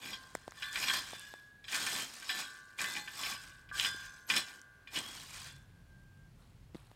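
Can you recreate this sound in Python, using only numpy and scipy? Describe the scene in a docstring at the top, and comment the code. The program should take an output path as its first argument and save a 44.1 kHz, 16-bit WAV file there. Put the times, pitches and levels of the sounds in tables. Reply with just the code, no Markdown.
"""Raking dry wood chips

A steel rake is pulled through mulch in short strokes, outdoors. The chips crackle and slide.
The rake head rasps as it rubs on them and clanks when it catches, and its tines (the teeth)
sing on once lifted. A few flung chips land close by, the mulch shifts underfoot,
and a breeze rumbles underneath."""
import sys
import numpy as np
from scipy import signal
from scipy.io import wavfile

SR = 44100
rng = np.random.default_rng(int(sys.argv[2]) if len(sys.argv) > 2 else 0)


def output_pcm(signal):
    """Save a mono or channel-first signal as 16-bit PCM at the path in sys.argv[1].

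    Samples are clipped to [-1, 1] before scaling.
    """
    pcm = np.clip(np.atleast_2d(signal).T, -1, 1) * 32767
    wavfile.write(sys.argv[1], SR, np.round(pcm).astype(np.int16))


N = 306495


def from_db(db):
    """Turn decibels into a number to multiply a sound by."""
    return 10 ** (np.asarray(db) / 20)


def unit_power(x):
    """Scale a signal so that its average power is one."""
    return x / np.sqrt(np.mean(x ** 2) + 1e-20)


def curve(rows):
    """Join (seconds, value) points with straight lines, giving a value for every sample."""
    return np.interp(np.arange(N) / SR, *np.transpose(rows))


def db_at(spectrum, hz):
    """Read the level at one pitch from a list of (Hz, dB) points."""
    points_hz, points_db = np.transpose(spectrum)
    return np.interp(np.log(hz), np.log(points_hz), points_db)


def drift(rate_hz):
    """A smooth random wobble, about one in size; a higher rate makes it quicker."""
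    step, warm_up = 40, 2000
    r = np.exp(-2 * np.pi * rate_hz * step / SR)
    noise = rng.standard_normal(N // step + warm_up + 2)
    slow = signal.lfilter([1], [1, -2 * r, r * r], noise)[warm_up:]
    return np.interp(np.arange(N) / step, np.arange(len(slow)), unit_power(slow))


def resonate(x, hz, width_hz):
    """Make a signal ring at one pitch; the narrower the width, the longer it rings."""
    r = np.exp(-np.pi * width_hz / SR)
    feedback = [1, -2 * r * np.cos(2 * np.pi * hz / SR), r * r]
    return signal.lfilter(np.array([1, 0, -1]) * (1 - r * r) / 2, feedback, x + 1e-18)


def coloured(make_noise, spectrum):
    """Shape noise to a spectrum, calling make_noise afresh for each third-octave band."""
    lowest_hz, highest_hz = spectrum[0][0], min(spectrum[-1][0], 16500)
    edges = 18 * 2 ** (np.arange(31) / 3)
    out, power = 0, 0
    for low, high in zip(edges, edges[1:]):
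        if high > lowest_hz and low < highest_hz:
            gain = from_db(db_at(spectrum, np.sqrt(low * high)))
            band = signal.butter(2, [low, high], "band", fs=SR, output="sos")
            out = out + gain * signal.sosfilt(band, make_noise())
            power += gain ** 2 * (high - low) / (SR / 2)
    return out / np.sqrt(power)


def hiss():
    """Plain white noise."""
    return rng.standard_normal(N)


def grains(per_s, spread_db):
    """Tiny random clicks of uneven size, with the same average power at any rate."""
    sizes = unit_power(from_db(spread_db * np.minimum(rng.exponential(1, N), 4)))
    signs = rng.choice([-1, 1], N)
    hits = rng.random(N) < per_s / SR
    return sizes * signs * hits * np.sqrt(SR / per_s)


def by_chance(level_db, per_s, above_db, spread_db, centre_hz, octaves):
    """Random (seconds, dB, Hz) events that follow level_db; none start in the last second."""
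    at = np.flatnonzero(rng.random(N - SR) < per_s / SR)
    size, pitch = np.clip(rng.standard_normal((2, N))[:, at], -2, 2)
    db = level_db[at] + above_db + spread_db * size
    return list(zip(at / SR, db, centre_hz * 2 ** (octaves * pitch)))


# How the breeze rises and falls. Each row: time in seconds, level in dB.
GUSTS = [(0.0, -67), (1.05, -63), (1.3, -69.5), (1.85, -69), (2.35, -75), (3.85, -60), (4.5, -71.5),
         (5.5, -58.5), (6.8, -59), (6.95, -65)]
# The tone of the wind and of the air. Each row: pitch in Hz, relative level in dB.
WIND_SPECTRUM = [(22, -18), (40, 6), (62, 0.5), (120, 6.5), (200, -7), (300, -19), (500, -48.5)]
AIR_SPECTRUM = [(200, -4.5), (370, -8), (1100, -15), (2000, -16.5), (4500, -22.5), (9000, -27),
                (16000, -31.5)]


def breeze(air_db=-71):
    """Wind rumbles unevenly under a faint, steady hiss of air."""
    rumble = from_db(curve(GUSTS) + 0.5 * drift(23)) * coloured(hiss, WIND_SPECTRUM)
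    return rumble + from_db(air_db) * coloured(hiss, AIR_SPECTRUM)


# The mulch shifts under a boot. Each row: time in seconds, level in dB.
BOOT_LEVELS = [(5.7, -75.5), (6.33, -89.5), (6.41, -68), (6.5, -73.5), (6.73, -85.5), (6.755, -61.5),
               (6.82, -68), (6.95, -71)]
# The tone of that shifting. Each row: pitch in Hz, relative level in dB.
BOOT_SPECTRUM = [(400, -6.5), (1100, 1), (2200, -7), (4500, -5), (6500, -29), (9000, -7.5), (15000, -29)]


def underfoot(per_s=70):
    """Chips pressed by a boot give a soft, dull crackle."""
    ticks = grains(per_s, spread_db=8.5)
    crackle = coloured(lambda: .6 * ticks + .6 * grains(per_s, spread_db=2) + .5 * hiss(), BOOT_SPECTRUM)
    return from_db(curve(BOOT_LEVELS)) * crackle


# Flung chips land close by.
# Each row: start in seconds, level in dB, pitch in Hz, the tick's gain next to the pat in dB.
LANDINGS = [(0.3521, -21.5, 616, 7.5), (0.4794, -25, 680, -0.5), (0.521, -40.5, 1010, 16),
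            (1.133, -28, 715, -14), (1.339, -32, 795, 10.5), (3.946, -38.5, 340, -15),
            (4.975, -34, 231.7, -22), (6.747, -31, 256, -5.5), (6.753, -29, 273, -15),
            (6.915, -39.5, 880, 2)]


def landings(decay_cycles=0.54, low_cut_hz=150):
    """A falling chip gives a dull pat that dies in a cycle or two, with a small tick."""
    out, t = np.zeros(N), np.arange(SR // 50) / SR
    for s, db, hz, tick_db in LANDINGS:
        pat = np.sin(2 * np.pi * hz * t)
        tick = from_db(tick_db) * resonate(rng.standard_normal(len(t)), hz=1530, width_hz=950)
        start = int(s * SR)
        out[start:start + len(t)] += from_db(db) * (pat + tick) * np.exp(-t * hz / decay_cycles)
    return signal.sosfilt(signal.butter(2, low_cut_hz, "high", fs=SR, output="sos"), out)


# The tone of the soil. Each row: pitch in Hz, relative level in dB.
SOIL_SPECTRUM = [(90, -10), (150, -6), (230, 1), (330, -2.5), (450, -10), (800, -5), (1300, -13.5)]


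def soil(soil_db, jerk):
    """The deeper, damp layer turns over in soft thuds."""
    force = from_db(soil_db) * jerk
    return coloured(lambda: force * grains(per_s=500, spread_db=4.5), SOIL_SPECTRUM)


# The loudest splinters. Each row: start in seconds, peak level in dB, pitch in Hz.
SNAPS = [(0.351, -27, 7300), (0.509, -39.5, 6600), (0.73, -30, 7000), (1.196, -31, 8800),
         (0.8849, -24, 4030), (3.798, -14, 3100), (4.381, -25, 9650), (4.616, -39, 6050),
         (4.9892, -23.5, 8300)]


def snaps(rustle_db, decay_s=0.000071, width_share=0.22):
    """A dry splinter breaks with a crack about a millisecond long."""
    out, t = np.zeros(N), np.arange(SR // 50) / SR
    noise = hiss()
    small = by_chance(rustle_db, per_s=15, above_db=10.3, spread_db=1.4, centre_hz=7300, octaves=0.16)
    for s, db, hz in SNAPS + small:
        start = int(s * SR)
        burst = noise[start:start + len(t)] * np.exp(-t / decay_s)
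        crack = resonate(resonate(burst, hz, width_share * hz), hz, 2 * hz)
        out[start:start + len(t)] += from_db(db) * crack / np.abs(crack).max()
    return out


# A clump gives way with a crunch. Each row: start in seconds, strength in dB, decay in seconds.
CRUNCHES = [(0.935, -32, 0.0084), (1.7436, -36, 0.05), (1.863, -38, 0.028), (2.387, -39, 0.021),
            (2.816, -36.5, 0.011), (3.826, -39, 0.0068), (4.362, -34, 0.024)]
# The tone of dry chips. Each row: pitch in Hz, relative level in dB.
CHIP_SPECTRUM = [(500, -11.5), (900, -5.5), (1300, -2.5), (2000, -2.5), (3000, -4), (4500, -0.5),
                 (6000, -4), (8200, -3.5), (10800, -16), (12700, -15), (15500, -21.5)]


def chip_rustle(rustle_db, jerk, crunch_boost_db=2):
    """Chips tick against each other over a sliding hiss; a harder pull makes more ticks."""
    per_s = 40 + 700 * from_db(0.83 * (rustle_db + 45))
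    power = (from_db(rustle_db) * jerk) ** 2
    t = np.arange(SR // 5) / SR
    for s, db, decay_s in CRUNCHES:
        start = int(s * SR)
        power[start:start + len(t)] += (from_db(db + crunch_boost_db) * np.exp(-t / decay_s)) ** 2
    force = np.sqrt(power)
    cracks = 0.66 * grains(per_s / 2, spread_db=4)  # breaking fibres sound in all bands at once
    return coloured(lambda: force * (.65 * grains(per_s, spread_db=3.5) + cracks + .5 * hiss()),
                    CHIP_SPECTRUM)


def chip_clinks(rustle_db, sharpness=55, count=60):
    """Hard, dry chips ring for a few milliseconds, each at a pitch of its own."""
    force = 2 * from_db(rustle_db - 5)
    out = 0
    for hz in np.geomspace(900, 13500, count) * rng.uniform(.97, 1.03, count):
        knocks = force * grains(per_s=4.3, spread_db=-2)
        out = out + from_db(db_at(CHIP_SPECTRUM, hz)) * resonate(knocks, hz, hz / sharpness)
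    return out


def lifted_tine(start_s=5.8, end_s=6.3, db=-65, hz=1590, swell_s=0.14, stop_s=0.025):
    """One lifted tine keeps up a faint tone that swells, wavers and stops."""
    t = np.arange(N) / SR
    shape = np.clip(np.minimum((t - start_s) / swell_s, (end_s - t) / stop_s), 0, 1)
    return shape * from_db(db + drift(8.5)) * np.sin(2 * np.pi * hz * t)


# Single tines ring. Each row: start in seconds, level in dB, pitch in Hz, seconds to fade by 60 dB.
PINGS = [(0.645, -46.5, 3510, 0.81), (1.128, -50.5, 3520, 0.78), (1.204, -51.5, 1665, 2.9),
         (2.291, -39, 3930, 0.29), (2.294, -37, 1755, 0.36), (2.87, -45.5, 3540, 0.93),
         (2.305, -51.5, 744, 0.39), (2.966, -48.5, 836, 0.43), (3.718, -45, 1175, 0.44),
         (3.847, -40, 4960, 0.46), (3.848, -39, 3490, 0.51), (3.949, -59.5, 6230, 1.5),
         (4.268, -56, 12480, .27), (4.365, -38, 5510, 0.21), (4.875, -47.5, 2420, 0.17),
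         (4.966, -33.5, 2940, 0.13), (5.055, -45, 3300, 0.43), (5.48, -56.5, 3500, 0.42)]


def tine_pings(rasp_db, brushed_ring_s=0.25, neighbour_share=0.18):
    """A tine rings and beats against the next one; brushing chips set off extra, short pings."""
    out, t = np.zeros(N), np.arange(SR) / SR
    brushed = by_chance(rasp_db, per_s=17, above_db=-5.5, spread_db=0, centre_hz=3602.5, octaves=0.32)
    for s, db, hz, ring_s in PINGS + [(*row, brushed_ring_s) for row in brushed]:
        neighbour_hz = hz + 23 * rng.uniform(0.18, 3.4)
        tone = np.sin(2 * np.pi * hz * t) + neighbour_share * np.sin(2 * np.pi * neighbour_hz * t)
        start = int(s * SR)
        out[start:start + SR] += from_db(db - 60 * t / ring_s) * tone
    return out


# The tones of the free tines. Each row: pitch in Hz, relative level in dB.
TINE_TONES = [(1049, -5.5), (1160, -4), (1448, -1.5), (1484, 0), (1522, -4), (1532, -16), (1590, 6),
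              (1663, 4.5), (1727, -21), (1750, -5), (2023, -10)]
# The tines spring free of a chip.
# Each row: start in seconds, level in dB, pitch in Hz of the tine flicked hardest.
PLUCKS = [(0.02, -58, 1587), (0.131, -57, 1047), (0.623, -43.5, 1750), (0.898, -41, 1690),
          (1.743, -43, 1460), (2.293, -45, 1745), (2.422, -49.5, 1495), (2.806, -41, 2023),
          (3.232, -53, 1138), (3.364, -53, 1517), (3.714, -43.5, 1567), (3.848, -42, 1591),
          (4.31, -43.5, 1663), (5.439, -63, 1586)]


def plucked_tines(rasp_db, free_ring_s=2.0, buried_ring_s=0.57, lead_share=1.03):
    """One tine leads and its neighbours ring along; the mulch damps them while they are buried."""
    buried = 1 / (1 + from_db(-40 - rasp_db) ** 2)  # near 1 when the rasp is well above -40 dB
    loss_db = 60 * np.cumsum(1 / free_ring_s + buried / buried_ring_s) / SR
    hz, tone_db = np.transpose(TINE_TONES)
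    out, t = np.zeros(N), np.arange(2 * SR) / SR
    tones = np.sin(2 * np.pi * hz[:, None] * t)
    for s, db, lead_hz in PLUCKS:
        size, direction = rng.standard_normal((2, len(hz)))
        shares = from_db(tone_db + 2 * size) * np.sign(direction)
        chord = unit_power(unit_power(shares @ tones) + lead_share * np.sin(2 * np.pi * lead_hz * t))
        start = int(s * SR)
        fade = from_db(db + loss_db[start] - loss_db[start:start + len(t)])
        out[start:start + len(fade)] += fade * chord[:len(fade)]
    return out


# The tones of the rake head in the mulch. Each row: pitch in Hz, width in Hz, relative level in dB.
HEAD_TONES = [(829, 24, -14), (1047, 59, -8.5), (1128.5, 21, -1.5), (1480, 170, -12.5), (1563, 26, 0.5),
              (1766, 13.6, 3.5), (1876, 75, -9), (2020, 18, -5.5), (2409, 166, -4.5), (2957, 132, -8.5),
              (3250, 43, -1.5), (3485, 41, -3), (3950, 44, -6), (4128, 16, -5.5), (4715, 102, -11.5),
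              (4900, 34, -5), (5263, 73, -5.5), (6800, 25, -5.5), (7910, 23, -5), (12700, 340, -16.5)]
# The rake catches hard on a chip. Each row: start in seconds, strength in dB, centre pitch in Hz.
CATCHES = [(0.131, -27.5, 3960), (0.6228, -22.5, 2800), (0.7575, -19, 2050), (0.8830, -15.5, 2420),
           (0.898, -22, 2000), (0.936, -19.5, 2780), (1.642, -37, 3020), (1.682, -29, 3260),
           (1.728, -25, 2190), (1.7415, -24.5, 2380), (1.869, -21, 2360), (1.952, -25, 2470),
           (2.223, -32.5, 1720), (2.293, -20.5, 2800), (2.7873, -25, 2360), (2.807, -24.5, 1500),
           (2.8425, -22.5, 2370), (2.965, -24.5, 2380), (3.076, -28, 1790), (3.233, -23.5, 3400),
           (3.69, -40, 2400), (3.799, -18, 3000), (3.826, -25.5, 3210), (3.847, -18.5, 2900),
           (4.3004, -12.5, 2930), (4.338, -17, 2360), (4.364, -14.5, 3570), (4.873, -36, 2560),
           (4.9575, -22.5, 3300), (4.971, -26.5, 3150)]


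def rake_head(rasp_db, jerk, blow_db=10.5, chatter_db=-9.5, chatter_s=0.015, reach_octaves=0.84):
    """Rubbing chips keep the steel ringing; a catch is one hard blow and a short chatter."""
    rasp = from_db(rasp_db - 4) * jerk
    small = by_chance(rasp_db, per_s=8, above_db=5.6, spread_db=2.06, centre_hz=4000, octaves=0.61)
    catch_s, catch_db, centre_hz = np.transpose(CATCHES + small)
    out, power = 0, 0
    for hz, width_hz, db in HEAD_TONES:
        # a catch drives the tones near its centre pitch hardest
        distance = np.log2(hz / centre_hz) / reach_octaves
        jolts = np.zeros(N)
        jolts[(catch_s * SR).astype(int)] = from_db(catch_db) / (1 + distance ** 2)
        chatter = signal.lfilter([1], [1, -np.exp(-1 / (chatter_s * SR))], jolts + 1e-18)
        blows = from_db(blow_db) * jolts * rng.choice([-1, 1], N)
        # the point of contact wanders, favouring now one tone, now another
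        contact = unit_power(from_db(6 * np.tanh(drift(4))))
        pressure = np.hypot(rasp * contact, from_db(chatter_db) * chatter)
        rubbing = pressure * grains(per_s=900, spread_db=4.5)
        out = out + from_db(db) * resonate(blows * np.sqrt(contact) + rubbing, hz, width_hz)
        power += from_db(db) ** 2 * np.pi * width_hz / SR
    return out / np.sqrt(power)


# The pulls of the rake. Each row: start, time to bite in, time held and time the chips slide on,
# all in seconds, then the strengths of the chip rustle, the steel's rasp and the soil in dB.
STROKES = [(-0.04, .11, 0.052, 1, -52.5, -46.5, -56.5), (0.519, 0.1, 0.066, .15, -55.5, -45.5, -81),
           (0.689, .13, 0.16, 0.61, -41.5, -35, -54.5), (1.646, 0.13, 0.24, 1, -42, -40, -54.5),
           (2.191, 0.15, 0.077, 0.24, -48, -40.5, -59.5), (2.769, 0.033, .18, 0.75, -46, -43, -55.5),
           (3.072, 0.19, 0.063, 0.39, -44, -38.5, -57.5), (3.71, 0.1, .055, 0.51, -42, -37.5, -59.5),
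           (4.27, 0.037, 0.055, 0.36, -41.5, -37, -49), (4.892, 0.091, 0.01, 0.6, -43.5, -39, -50.5),
           (4.988, .04, 0.45, 0.23, -52.5, -54.5, -74.5)]


def pulls(release_db_per_s=187, slide_db=(-8, -11, -10.5)):
    """Each pull bites, holds and lets go, and loose chips slide on; gives rustle, rasp, soil in dB."""
    t, power = np.arange(N) / SR, 1e-9
    for start, bite, hold, slide, *levels_db in STROKES:
        since_release = np.maximum(t - start - bite - hold, 0)
        rise = np.sin(np.pi / 2 * np.clip((t - start) / bite, 0, 1)) ** 2
        sliding = np.outer(from_db(slide_db), np.clip(1 - since_release / slide, 0, 1) ** 1.86)
        effort = rise * np.maximum(from_db(-release_db_per_s * since_release), sliding)
        power = power + (from_db(levels_db)[:, None] * effort) ** 2
    return 10 * np.log10(power) + drift(11)  # the mulch gives way unevenly


def scene():
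    """The same jerky pulls drive steel, chips and soil together, over the breeze."""
    rustle_db, rasp_db, soil_db = pulls()
    jerk = unit_power(from_db(1.48 * drift(84)))  # the rake sticks and slips
    rake = rake_head(rasp_db, jerk) + plucked_tines(rasp_db) + tine_pings(rasp_db) + lifted_tine()
    mulch = chip_rustle(rustle_db, jerk) + chip_clinks(rustle_db) + soil(soil_db, jerk) + snaps(rustle_db)
    return (rake + mulch + landings() + underfoot() + breeze())[None, :]


def record(dry):
    """Cut away the very highest treble, above 15800 Hz."""
    return signal.sosfilt(signal.ellip(10, .2, 70, 15800, fs=SR, output="sos"), dry)


dry = scene()
out = record(dry)
output_pcm(out)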